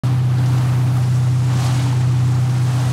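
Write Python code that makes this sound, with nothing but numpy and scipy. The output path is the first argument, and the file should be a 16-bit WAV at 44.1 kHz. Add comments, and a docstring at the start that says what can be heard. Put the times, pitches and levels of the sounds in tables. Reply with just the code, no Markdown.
"""An eight-cylinder engine drones through its wet exhaust over churning water: the stern of a motorboat
towing an inflatable across a lake at steady speed. Unequal cylinders give the drone a lope, high
overtones add a faint whine, exhaust gas burbles through the water and the hull booms along.
The wake bubbles, gulps and throws hissing spray, swelling once in the middle and again near the end."""
import sys
import numpy as np
from scipy import signal
from scipy.io import wavfile

SR = 44100
rng = np.random.default_rng(int(sys.argv[2]) if len(sys.argv) > 2 else 0)


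def wrap_up_sound(samples):
    """Save the sound to the file named by the first command line argument, as 16-bit audio."""
    columns = np.atleast_2d(samples).T
    # keep every value between -1 and 1, then stretch to whole-number steps
    tamed = np.clip(columns, -1, 1)
    steps = np.round(tamed * 32767).astype(np.int16)
    wavfile.write(sys.argv[1], SR, steps)


N = 128772
TIME = np.arange(N) / SR


def from_db(db):
    """Decibels to gain."""
    return 10 ** (np.asarray(db) / 20)


def rms_one(x):
    """Scale to unit power."""
    return x / np.sqrt(np.mean(x ** 2) + 1e-20)


def in_time(rows):
    """A control curve at every sample."""
    return np.interp(TIME, *np.transpose(rows))


def drift(rate_hz):
    """Slow random motion; rms 1."""
    hop, settle = 40, 2000
    r = np.exp(-2 * np.pi * rate_hz * hop / SR)
    steps = rng.standard_normal(N // hop + settle + 2)
    slow = signal.lfilter([1], [1, -2 * r, r * r], steps)[settle:]
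    return np.interp(np.arange(N) / hop, np.arange(len(slow)), rms_one(slow))


def resonate(x, hz, width_hz):
    """One resonance; a click rings at about its own height."""
    r = np.exp(-np.pi * width_hz / SR)
    return signal.lfilter([.5, 0, -.5], [1, -2 * r * np.cos(2 * np.pi * hz / SR), r * r], x + 1e-18)


def narrow_noise(hz, width_hz):
    """Noise twice through one resonance; rms 1."""
    return rms_one(resonate(resonate(rng.standard_normal(N), hz, width_hz), hz, width_hz))


def rush(colour, patchy_db, flicker_hz):
    """White noise shaped by an EQ curve in sixth-octave bands that flicker in pairs; rms 1."""
    points_hz, points_db = np.transpose(colour)
    edges = 20 * 2 ** (np.arange(59) / 6)
    white, out = rng.standard_normal((2, N)), 0
    for k, (low, high) in enumerate(zip(edges, edges[1:])):
        if k % 2 == 0:
            flicker = from_db(patchy_db * drift(flicker_hz))
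        if high > points_hz[0] and low < points_hz[-1]:
            bandpass = signal.butter(2, [low, high], "band", fs=SR, output="sos")
            band_db = np.interp(np.log(low * high) / 2, np.log(points_hz), points_db)
            out = out + signal.sosfilt(bandpass, white[k % 2]) * flicker * from_db(band_db)
    return rms_one(out)


def grains(per_s, cycles, spread_db, pitches_hz):
    """Random clicks of uneven size, each ringing at one pitch and fading 60 dB over `cycles`; rms 1."""
    sizes = from_db(spread_db * np.minimum(rng.exponential(1, N), 4)) * rng.choice([-1, 1], N)
    clicks = sizes * (rng.random(N) < per_s / SR)
    pitch_index = rng.integers(0, len(pitches_hz), N)
    return rms_one(sum(resonate(clicks * (pitch_index == k), hz, np.log(1000) * hz / (np.pi * cycles))
                       for k, hz in enumerate(pitches_hz)))


def burst(start_s, rise_s):
    """An envelope that swells to 1 and dies away."""
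    age = np.maximum(TIME - start_s, 0) / rise_s
    return age * np.exp(1 - np.minimum(age, 60))


# Engine revs, held almost steady: t/s, speed/rpm
ENGINE_RPM = [(0.1, 1890), (0.45, 1880), (0.6, 1886), (0.8, 1877), (1.35, 1876), (1.6, 1884), (1.75, 1873),
              (2.0, 1876), (2.2, 1872), (2.8, 1874)]


def engine_cycle():
    """Phase in radians of the firing cycle, one turn per two revolutions, wandering slightly."""
    cycle_hz = in_time(ENGINE_RPM) / 120
    wander = 1 + 0.00051 * drift(6.5)
    return 2 * np.pi * np.cumsum(cycle_hz * wander) / SR


# Fader ride of the drone: t/s, level/dB
DRONE_FADER = [(0.08, -16.5), (1.49, -16.5), (1.64, -19.5), (1.68, -17.5), (2.15, -16.5), (2.86, -17.5)]
# Exhaust partials, the eighth being the firing rate: multiple of the cycle rate, relative level/dB
DRONE_PARTIALS = [(4, -41), (6, -13.5), (7, -16), (8, 0.87), (9, -26), (10, -17.5), (11, -24), (12, -23),
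                  (13, -33.5), (14, -34.5), (15, -38.5), (17, -46), (20, -38.5), (21, -34.5), (23, -32),
                  (32, -38.5), (50, -39.5)]


def exhaust_drone(cycle):
    """A firm firing tone. Unequal cylinders mostly shift its timing, adding sidebands mirrored in phase."""
    cylinders, firing_wobble_db = 8, -0.1
    out, phases = 0, 2 * np.pi * rng.random(64)
    for order, db in DRONE_PARTIALS:
        offset = round(order) - cylinders
        wobble = drift(5.7) + 1j * drift(3.4)
        if offset == 0:
            phase, strength = 0, from_db(firing_wobble_db * wobble.real)
        else:
            phase = np.pi / 2 + np.sign(offset) * phases[abs(offset)]
            strength = 1 + .15 * order / 20 * wobble  # higher partials waver more
        out = out + from_db(db) * np.real(strength * np.exp(1j * (order * cycle + phase)))
    return np.sqrt(2) * out * from_db(in_time(DRONE_FADER))


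# Fader ride of the wake: t/s, level/dB
WAKE_FADER = [(0.05, -34), (0.13, -36.5), (0.22, -39), (0.36, -36.5), (0.58, -33.5), (0.8, -35),
              (0.93, -36.5), (0.975, -34.5), (1.04, -37), (1.42, -39), (1.55, -32), (1.66, -30.5),
              (1.86, -34), (2.15, -37), (2.42, -36.5), (2.7, -35.5), (2.82, -32), (2.92, -34.5)]
# Mid-heavy EQ of the wash: f/Hz, relative level/dB
WASH_EQ = [(200, -2.5), (380, -4.5), (520, -4), (780, 0), (1200, -2), (1700, -9), (2400, -12),
           (4000, -22.5), (8000, -25)]


def wake():
    """Churning water full of ringing bubbles."""
    wash = from_db(-0.5) * rush(WASH_EQ, patchy_db=1.6, flicker_hz=25)
    bubbles = grains(per_s=900, cycles=9.9, spread_db=3, pitches_hz=np.geomspace(604, 1980, 24))
    return (wash + from_db(-6) * bubbles) * from_db(in_time(WAKE_FADER))


# Bass-heavy EQ of the burble: f/Hz, relative level/dB
BURBLE_EQ = [(20, -20), (45, -13.5), (68, -15), (88, 3.5), (130, -1.5), (195, -8.5), (260, -7),
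             (400, -13.5), (600, -25)]


def exhaust_burble(cycle):
    """Gas breaks through the water and rings the hollow pipe, louder as the wake swells."""
    wake_db = in_time(WAKE_FADER)
    swell_db = wake_db - wake_db.mean()
    gas = from_db(-31.5 + 0.49 * swell_db) * rush(BURBLE_EQ, patchy_db=1.5, flicker_hz=10)
    pipe = from_db(-46 + 0.81 * swell_db) * narrow_noise(hz=782, width_hz=38)
    throb = 1 + 0.31 * np.cos(2 * cycle)  # once per revolution
    return (gas + pipe) * throb


# Fader ride of the hull's hollow boom: t/s, level/dB
BOOM_FADER = [(0.05, -34.5), (0.27, -46.5), (0.42, -37), (0.7, -42.5), (0.9, -37), (1.05, -52),
              (1.22, -43.5), (1.42, -37), (1.65, -39.5), (1.85, -38), (2.05, -42), (2.35, -40),
              (2.7, -38.5), (2.92, -39.5)]


def hull_boom(cycle):
    """One engine overtone and the burble around it set the hull booming."""
    overtone = from_db(1.5) * np.sqrt(2) * np.sin(18 * cycle)
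    rumble = 0.52 * narrow_noise(hz=281, width_hz=24)
    return from_db(in_time(BOOM_FADER)) * (overtone + rumble)


# Fader ride of the splashing: t/s, level/dB
SPLASH_FADER = [(0.06, -41), (0.26, -45.5), (0.58, -41), (0.84, -44), (1.44, -44), (1.65, -35.5),
                (1.73, -37.5), (1.8, -35), (1.82, -38.5), (2.12, -44.5), (2.16, -43), (2.4, -45),
                (2.88, -38.5), (2.9, -41)]
# Its EQ, forward in the upper mids: f/Hz, relative level/dB
SPLASH_EQ = [(1000, -5), (2000, -2.5), (3000, 0), (4200, -2), (5500, -10), (8000, -22)]


def splash():
    """Splashing water, the body of the spray."""
    return from_db(in_time(SPLASH_FADER) - 0.5) * rush(SPLASH_EQ, patchy_db=1.0, flicker_hz=41)


# Fader ride of the hiss and patter: t/s, level/dB
DROPLET_FADER = [(0.05, -45.5), (0.15, -51.5), (0.22, -52.5), (0.52, -45.5), (0.87, -47.5), (1.01, -43.5),
                 (1.42, -44.5), (1.56, -40), (1.665, -35), (1.71, -40), (1.77, -37.5), (1.95, -42.5),
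                 (2.11, -45), (2.3, -43.5), (2.42, -44.5), (2.88, -39.5)]
# Bright EQ of the hiss: f/Hz, relative level/dB
HISS_EQ = [(3000, -11), (4500, -0.5), (6000, 1.5), (8500, -1.5), (10500, -7), (13000, -16), (16000, -20)]


def droplets():
    """Thrown drops blur into a hiss, with a patter of tiny ticks inside it."""
    hiss = from_db(-0.5) * rush(HISS_EQ, patchy_db=1.1, flicker_hz=44)
    ticks = grains(per_s=3000, cycles=1.8, spread_db=5.5, pitches_hz=np.geomspace(2500, 9000, 14))
    patter = signal.sosfilt(signal.butter(2, 9500, fs=SR, output="sos"), from_db(-8) * ticks)
    return (hiss + patter) * from_db(in_time(DROPLET_FADER))


# Fader ride of the mist: t/s, level/dB
MIST_FADER = [(0.1, -53.5), (0.16, -52), (0.21, -57.5), (0.53, -50.5), (0.92, -52), (0.97, -48),
              (1.01, -54), (1.38, -60), (1.52, -57), (1.67, -51), (1.69, -54), (1.78, -61), (2.07, -61),
              (2.88, -52)]
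# Its airy EQ: f/Hz, relative level/dB
MIST_EQ = [(6000, -26), (9000, 7.5), (11500, 3.5), (13500, 1), (16000, -6.5)]


def mist():
    """The finest spray sizzles at the top of the treble."""
    return from_db(in_time(MIST_FADER) + 1) * rush(MIST_EQ, patchy_db=.8, flicker_hz=44)


def spray():
    """Splash, droplets and mist thrown up by the wake, fluttering together."""
    return (splash() + droplets() + mist()) * from_db(.5 * drift(30))


# Cues for spits of spray: t/s, level/dB at the crest
SPIT_CUES = [(0.382, -41), (0.458, -37), (0.58, -40), (0.968, -48), (1.662, -34), (2.494, -41)]


def spits():
    """Short bright bursts as thrown water lands."""
    envelope = sum(from_db(db) * burst(start_s, rise_s=0.0031) for start_s, db in SPIT_CUES)
    return narrow_noise(hz=4770, width_hz=3400) * envelope


# Cues for gulps in the wake: t/s, level/dB at the peak, f/Hz at the onset
GULP_CUES = [(0.395, -26, 780), (0.497, -31, 845), (0.835, -27, 740), (0.968, -24, 1200), (0.98, -32, 790),
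             (1.182, -31, 810), (1.535, -25, 950), (1.594, -24.5, 786), (1.644, -22, 740),
             (1.667, -24, 800), (1.696, -27, 845), (1.864, -25, 970), (1.929, -21, 910)]


def gulps():
    """Each large air pocket rings briefly, rising in pitch."""
    out, glide_hz_per_s = 0, 1400
    for start_s, db, hz in GULP_CUES:
        age = TIME - start_s
        turns = (hz + .5 * glide_hz_per_s * age) * age + rng.random()
        out = out + from_db(db) * burst(start_s, rise_s=0.0015) * np.sin(2 * np.pi * turns)
    return out


def scene():
    """Engine and water in the open air, in mono."""
    cycle = engine_cycle()
    boat = exhaust_drone(cycle) + exhaust_burble(cycle) + hull_boom(cycle)
    return (boat + wake() + gulps() + spray() + spits())[None]


def record(dry):
    """The sound cuts in abruptly; a steep low-pass trims the very top."""
    start_s, fade_s, cutoff_hz = .0355, 0.00034, 15750
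    opened = dry * np.clip((TIME - start_s) / fade_s, 0, 1)
    return signal.sosfilt(signal.ellip(12, .1, 90, cutoff_hz, fs=SR, output="sos"), opened)


dry = scene()
out = record(dry)
wrap_up_sound(out)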